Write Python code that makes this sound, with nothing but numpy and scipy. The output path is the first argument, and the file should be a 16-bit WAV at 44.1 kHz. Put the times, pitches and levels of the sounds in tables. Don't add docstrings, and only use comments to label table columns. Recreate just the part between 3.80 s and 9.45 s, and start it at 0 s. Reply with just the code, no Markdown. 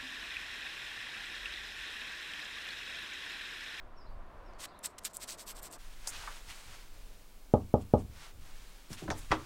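import sys
import numpy as np
from scipy import signal
from scipy.fft import rfft, irfft
from scipy.io import wavfile
from scipy.ndimage import uniform_filter1d

SR = 44100
rng = np.random.default_rng(int(sys.argv[2]) if len(sys.argv) > 2 else 0)


def nominal_scale(level):
    x = np.asarray(level, float) / 20
    return 10 ** x


def bounce(signal):
    frames = np.transpose(np.atleast_2d(signal))
    limited = np.clip(frames, -1, 1)
    pcm = np.round(limited * 32767).astype(np.int16)
    wavfile.write(sys.argv[1], SR, pcm)


N = 249332
CHANGE_S = 1.982


def time():
    return np.arange(N) / SR


def band(x, hz, width_hz, order=1):
    b, a = signal.iirpeak(min(hz, .45 * SR), hz / width_hz, SR)
    for _ in range(order):
        x = signal.lfilter(b, a, x)
    return x


def unit(x):
    return x / np.sqrt(np.mean(x ** 2))


def noise(colour):
    hz, db = np.transpose(colour)
    bins = np.fft.rfftfreq(N, 1 / SR) + 1
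    gain = nominal_scale(np.interp(np.log(bins), np.log(hz), db))
    return unit(irfft(rfft(rng.standard_normal(N)) * gain, N))


def walk(rate):
    k = int(SR / rate)
    held = np.repeat(rng.standard_normal(N // k + 1), k)
    return uniform_filter1d(held, k)[:N]


def grains(rate, spread_db, bed):
    sizes = nominal_scale(spread_db * np.minimum(rng.exponential(size=N), 2.5))
    clicks = (rng.random(N) < rate / SR) * sizes * rng.standard_normal(N)
    return unit(clicks) + bed * rng.standard_normal(N)


def swells(rows, roundness):
    s, length, db, rising = np.array(rows).T[:4, :, None]
    u, rising = np.clip((time() - s) / length, 0, 1), np.clip(rising, .02, .98)
    turn = np.where(u < rising, u / rising, (1 - u) / (1 - rising))
    return nominal_scale(db) * np.sin(turn * np.pi / 2) ** roundness


def blend(gains, db=0):
    offsets = nominal_scale(np.reshape(db, (-1, 1)))
    return np.sqrt(np.sum((gains * offsets) ** 2, axis=0))


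def add(out, s, x, db):
    i = int(s * SR)
    x = x[:N - i]
    out[i:i + len(x)] += x * nominal_scale(db) / np.abs(x).max()


def wash(bands):
    t = np.arange(SR // 2) / SR
    tail = 0
    for hz, width_hz, db, t60 in bands:
        tone = unit(band(rng.standard_normal(len(t)), hz, width_hz, order=2))
        tail = tail + nominal_scale(db - 60 * t / t60) * tone
    tail = tail * (1 - np.exp(-(t / 0.00065) ** 2))
    return tail / np.sqrt(np.sum(tail ** 2))


def ring(modes, shorten):
    t = np.arange(SR // 2) / SR
    return sum((-1) ** k * nominal_scale(db - 60 * t / min(t60 * shorten, .5)) * np.sin(2 * np.pi * hz * t)
               for k, (hz, db, t60) in enumerate(modes))


def push(ms):
    return np.hanning(int(ms * SR / 1000) + 3) ** 2


def sparrows():
    # start in seconds, length in seconds, first pitch in Hz, last pitch in Hz, level in dB.
    chirps = [(.156, .01, 4200, 5600, -76), (.166, .058, 5650, 4750, -64), (.235, .02, 5300, 4800, -71),
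              (.262, .02, 3800, 4700, -66), (.282, .04, 4700, 4400, -73), (.638, .01, 4500, 5700, -78),
              (.648, .055, 5700, 4600, -71), (.738, .022, 4300, 4800, -71), (.87, .03, 3400, 5400, -67),
              (.905, .023, 4500, 3200, -67), (.938, .02, 3300, 4200, -68), (.958, .03, 4200, 3400, -70)]
    song, flutter, unsteady = 0, 1 + .02 * walk(150), nominal_scale(3 * walk(160))
    for s, length, from_hz, to_hz, db in chirps:
        hz = np.interp(time(), [s, s + length], [from_hz, to_hz]) * flutter
        tone = np.sin(2 * np.pi * np.cumsum(hz) / SR)
        song = song + swells([(s, length, db, .4)], roundness=0.17)[0] * unsteady * tone
    echo = signal.fftconvolve(song, wash([(4600, 4000, 0, .25)]))[:N]
    return nominal_scale(-3) * song + nominal_scale(-10) * echo


def backgrounds():
    # frequency in Hz, density in dB per Hz.
    traffic = [(76, -2), (130, -10.5), (183, -6.5), (378, -6), (427, -8), (678, -3), (829, -8.5),
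               (1010, -3.5), (2320, -20.5), (3070, -25.5), (3680, -27.5), (5960, -37), (16000, -46.5)]
    # frequency in Hz, density in dB per Hz.
    hall = [(76, -61), (130, -1.5), (202, -3.5), (238, -3), (1520, -13), (1780, -15.5), (2010, -16),
            (2180, -13), (3200, -15), (15100, -20), (16000, -15)]
    street = nominal_scale(-56 + 0.94 * walk(5.16)) * noise(traffic) + sparrows()
    return np.where(time() < CHANGE_S, street, nominal_scale(-61) * noise(hall))


def handling():
    # time in seconds, rumble in dB.
    grip_levels = [(0.0, -49.5), (0.28, -50), (0.3, -41.5), (0.77, -53), (0.93, -70.5), (1.57, -60),
                   (1.82, -47.5), (1.87, -71), (2.05, -49), (2.85, -51), (3.13, -45.5), (3.41, -50.5),
                   (4.2, -51), (4.37, -53), (4.72, -44.5), (5.02, -52.5), (5.52, -43.5), (5.65, -60)]
    # start in seconds, length in seconds, level in dB, share rising (0-1).
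    nudges = [
        (0, 0.13, -65, 0.3),
        (.2, 0.46, -58.5, 0.4),
        (2.26, 0.2, -60.5, 0.55),
        (2.6, 0.15, -62.5, .55),
        (2.84, 0.14, -59, 0.4),
        (3.22, 0.094, -63.5, 0.5),
        (4.12, 0.354, -44.5, 0.08),
        (4.5, 0.18, -54.5, 0.57),
        (5.26, 0.12, -46, 0.2),
    ]
    grip = nominal_scale(np.interp(time(), *np.transpose(grip_levels)) + 2 * walk(4.5))
    low = noise([(5, -34.0), (14, 9.5), (24, -2.5), (38, -2), (55, -45), (85, -39), (200, -67.0)])
    low = unit(low / np.sqrt(0.34 + uniform_filter1d(low ** 2, size=4000)))
    upper = unit(band(rng.standard_normal(N), 67.3, 56, order=2)) * nominal_scale(1.1 * walk(7))
    return grip * low + (nominal_scale(-20) * grip + blend(swells(nudges, roundness=1.9))) * upper


def cloth():
    # start in seconds, length in seconds, level in dB, share rising (0-1),
    # crispness in dB.
    movements = [(1.977, 0.59, -62, 0.06, -19), (2.155, 0.55, -52, .4, -32), (2.271, 0.051, -48, 0.01, 10),
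                 (2.4, 0.27, -57, 0.57, -13), (2.66, 0.085, -54, 0.54, -16),
                 (2.578, 0.37, -55.5, 0.42, -13), (2.76, 0.35, -57, 0.51, -22), (2.9, 0.79, -66, 0.31, -24),
                 (3.997, 0.039, -62, .6, -3), (4.168, 0.077, -62, 0.33, -3.5),
                 (4.271, 0.27, -57.5, 0.66, -38), (4.55, 1, -62.5, 0.14, -21),
                 (5.076, 0.1, -52.5, 0.59, -8), (5.157, 0.18, -55, 0.2, -16), (5.322, 0.24, -56, 0.26, -11),
                 (5.478, 0.62, -60, 0.04, -35)]
    # start in seconds, length in seconds, level in dB, share rising (0-1), centre in Hz.
    scuffs = [
        (2.32, .06, -55, 0.7, 2580),
        (2.69, 0.048, -57, .45, 2410),
        (3.1, 0.38, -67.5, .45, 605),
        (5.125, .025, -56, .25, 9000),
        (5.162, .06, -59, 0.2, 2460),
        (5.367, 0.049, -54.5, .35, 7300),
    ]
    roundness = 1.64
    gains, crisp_db = swells(movements, roundness), np.array(movements)[:, -1]
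    fibres = grains(rate=3700, spread_db=-3.0, bed=1.94) * nominal_scale(walk(55))
    low = unit(band(fibres, 1200, 2560, order=2))
    mid = unit(band(fibres, 3000, 6400, order=2))
    top = unit(band(fibres, 6900, 5300, order=2))
    rustle = blend(gains, -5 - 0.17 * crisp_db) * low + blend(gains) * mid + blend(gains, crisp_db) * top
    for gain, row in zip(swells(scuffs, roundness), scuffs):
        hz = row[-1]
        rustle = rustle + gain * unit(band(fibres, hz, 1.1 * hz, order=2))
    return rustle


def sanding():
    # start in seconds, length in seconds, level in dB,
    # share rising (0-1), body below 4 kHz in dB relative to the level.
    strokes = [(0.782, 0.081, -46, 0.88, 5.5), (0.867, .04, -78, 0.2, 0), (1.026, 0.055, -38, 0.56, -3.5),
               (1.082, 0.047, -67, 0.5, -8), (1.181, 0.016, -48.5, 0.15, 0), (1.205, 0.046, -65.5, .8, 5),
               (1.246, 0.041, -33, 0.14, -6.5), (1.295, 0.034, -64, .2, -1),
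               (1.328, 0.057, -45.5, 0.48, -15), (1.391, 0.06, -42.5, 0.79, -3),
               (1.444, 0.033, -69.5, 0.2, 12), (1.468, 0.099, -43, 0.33, -2),
               (1.568, 0.084, -47.5, 0.5, -3.5), (1.653, 0.085, -42, 0.57, -6),
               (1.739, 0.072, -48, 0.6, -4), (1.813, 0.078, -42.5, .45, -7.5),
               (1.895, 0.08, -49.5, 0.57, -5)]
    # frequency in Hz, width in Hz, level in dB.
    paper = [
        (5500, 5200, 5),
        (7690, 1370, 6.5),
    ]
    # time in seconds, peak in dB before a
    # common 7 dB cut, centre in Hz.
    snaps = [(0.736, -46, 5140), (0.9912, -33.5, 8650), (1.0591, -13.5, 8500), (1.184, -30.5, 8600),
             (1.193, -36, 11200), (1.237, -36, 8920), (1.2457, -23, 7870), (1.25, -30, 8400),
             (1.254, -19, 8600), (1.335, -32, 7520), (1.3695, -14.5, 9800), (1.3764, -36, 9000),
             (1.4444, -35, 8620), (1.492, -23, 5700), (1.5072, -20, 5640), (1.689, -29, 7840),
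             (1.7024, -34, 7760), (1.7157, -29, 10600), (1.8312, -23.5, 12500), (1.9137, -31, 7900),
             (1.9277, -26, 7600), (5.1175, -37, 7500)]
    gains, body_db = swells(strokes, roundness=1.36), np.array(strokes)[:, -1]
    grit, coarse, fine = (grains(rate=5100, spread_db=6.5, bed=0.88) * nominal_scale(3.2 * walk(70)) for _ in range(3))
    broad, ring_top = (nominal_scale(db + 2.5 * walk(45.13)) * unit(band(grit, hz, 1.42 * width_hz, order=2))
                       for hz, width_hz, db in paper)
    body = unit(band(coarse + .5 * grit, 2540, 6100, order=2))
    air = unit(band(fine + .5 * grit, 12400, 3900, order=2))
    out = blend(gains, -8 + 0.36 * body_db) * broad + blend(gains, -16.5) * ring_top
    out += blend(gains, body_db - 5.0) * body + blend(gains, -13 - 0.18 * body_db) * air
    for s, db, hz in snaps:
        snap = rng.standard_normal(130) * np.exp(-np.arange(130) / 16)
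        add(out, s - .0004, band(snap, hz, 0.75 * hz, order=3), db - 7.0)
    paving = signal.fftconvolve(out, wash([(5500, 6300, 0, 0.17)]))[:N]
    return out + nominal_scale(-24) * paving * (time() < CHANGE_S)


def latch():
    # time in seconds, peak in dB, centre in Hz, rattle in ms, crack in dB re peak.
    taps = [
        (2.2735, -37, 890, 3.6, 11.5),
        (2.437, -41, 1080, 4, -36),
        (2.4755, -31, 1160, 12, -40),
    ]
    shifts = [
        (5.104, -39.5, 205, 9, -30),
        (5.113, -36.5, 96, 6.3, -30),
        (5.13, -44.5, 1480, 5.7, 11),
        (5.222, -36, 246, 4.6, -30),
        (5.233, -34, 187, 28, -32),
        (5.279, -33.5, 870, 12, -24),
        (5.288, -28, 248, 7.6, -45),
    ]
    clacks = [(5.3028, -22, 1800, 1.5, -6), (5.307, -23, 833.3, 2.7, -15), (5.312, -26, 590, 13.3, -9),
              (5.31, -31, 63, 6.4, -25), (5.506, -28.5, 59.4, 4.7, -30), (5.508, -32, 1296, 6, -40),
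              (5.5155, -19.5, 1204, 2.5, -13), (5.5195, -12.5, 740.7, 1.4, -12),
              (5.517, -21, 1160, 17.2, -11.5), (5.524, -24, 403, 11, -35), (5.527, -21.5, 780, 11.4, -30)]
    # frequency in Hz, width in Hz, level in dB, 60 dB decay in seconds.
    latch_wash = [(68.6, 90, -15.5, 0.52), (158, 120, -28, .25), (274, 207, -7.5, 0.28),
                  (443, 380, -7.5, 0.11), (796, 840, 7, 0.043), (1210, 710, -12.5, 0.29),
                  (1920, 360, -17, 0.28), (3400, 2100, -2.5, 0.17), (6000, 4000, -4, 0.15)]
    out, fed, t = np.zeros(N), np.zeros(N), np.arange(SR // 10) / SR
    # bumps, bandwidth over centre, share passed on to latch and hall in dB
    for bumps, wide, ring_db in [(taps, .8, -14), (shifts, 1.4, -3.5), (clacks, 1.9, -1)]:
        for s, db, hz, rattle_ms, crack_db in bumps:
            rattle = rng.standard_normal(len(t)) * np.exp(-t * 1000 / rattle_ms)
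            rattle[0] += 4
            thud = band(rattle, hz, wide * hz, order=3)
            crack = band(rattle, 5500, 2700, order=2)
            bump = thud / np.abs(thud).max() + nominal_scale(crack_db) * crack / np.abs(crack).max()
            peak_db = db + max(crack_db, 0)
            add(out, s, bump, peak_db)
            add(fed, s, bump, peak_db + ring_db)
    return out + nominal_scale(-11.0) * signal.fftconvolve(fed, wash(latch_wash))[:N]


def knocks():
    # time in seconds, peak in dB, contact in ms.
    blows = [
        (3.7379, -7.6, 1.25),
        (3.9397, -9.1, 1.25),
        (4.1373, -7.3, 1.35),
    ]
    # frequency in Hz, level in dB, 60 dB decay in seconds.
    door_modes = [(77.9, -0.5, 0.53), (128, -37, 0.19), (183, -28, 0.55), (206.1, -3, 0.46),
                  (254.7, -7, 0.4), (410, -6, 0.32), (475.5, -5.5, 0.29), (511.6, 13, 0.098),
                  (552, 3, 0.062), (582, 10, 0.12), (623, 1.5, 0.19), (670, -19, 0.16), (780, -23, 0.084),
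                  (833, 14.5, 0.084), (920, -16.5, 0.45), (1033, -14, 0.28), (1110, -23, 0.38),
                  (1173, -8, 0.24), (1200, -35, 0.092), (1243, 1.5, 0.086), (1280, -30, 0.19),
                  (1430, -39, 0.46), (1647, -39, 0.52)]
    # frequency in Hz, level in dB, 60 dB decay in seconds, signed direction.
    dent_modes = [
        (545, 8, 0.012, 0.71),
        (100, -6, 0.033, -1.85),
    ]
    # frequency in Hz, width in Hz, level in dB, 60 dB decay in seconds.
    door_wash = [(64, 22, -13, 0.39), (103.6, 6.5, -7.5, 0.35), (149, 38, -23.5, 0.71),
                 (257, 130, -4.5, 0.26), (422, 68, -15, 0.22), (610, 230, -7, 0.16), (757, 110, -9, 0.2),
                 (1130, 330, -11, 0.21), (1660, 420, -20, 0.23)]
    out, t = np.zeros(N), np.arange(SR // 2) / SR
    dent = sum(way * nominal_scale(db - 60 * t / t60) * np.sin(2 * np.pi * hz * t) for hz, db, t60, way in dent_modes)
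    dent[0] = 9
    edges_return = 1 - np.exp(-(t / 0.0029) ** 2)
    door = dent + nominal_scale(-19.5) * ring(door_modes, shorten=0.7) * edges_return + nominal_scale(10) * wash(door_wash)
    for s, db, ms in blows:
        add(out, s, np.convolve(push(ms), door), db)
        add(out, s, wash([(2530, 2200, 0, 0.096)]), db - 44.5)
    return out


def scene():
    return (knocks() + latch() + backgrounds() + handling() + sanding() + cloth())[None]


def band_limit(x):
    return signal.sosfilt(signal.butter(12, 16810, fs=SR, output="sos"), x)


def record(dry):
    low_pass = signal.ellip(8, .2, 45, 15800, fs=SR, output="sos")
    mix = signal.sosfilt(low_pass, dry)
    return band_limit(mix)


dry = scene()
out = record(dry)
bounce(out)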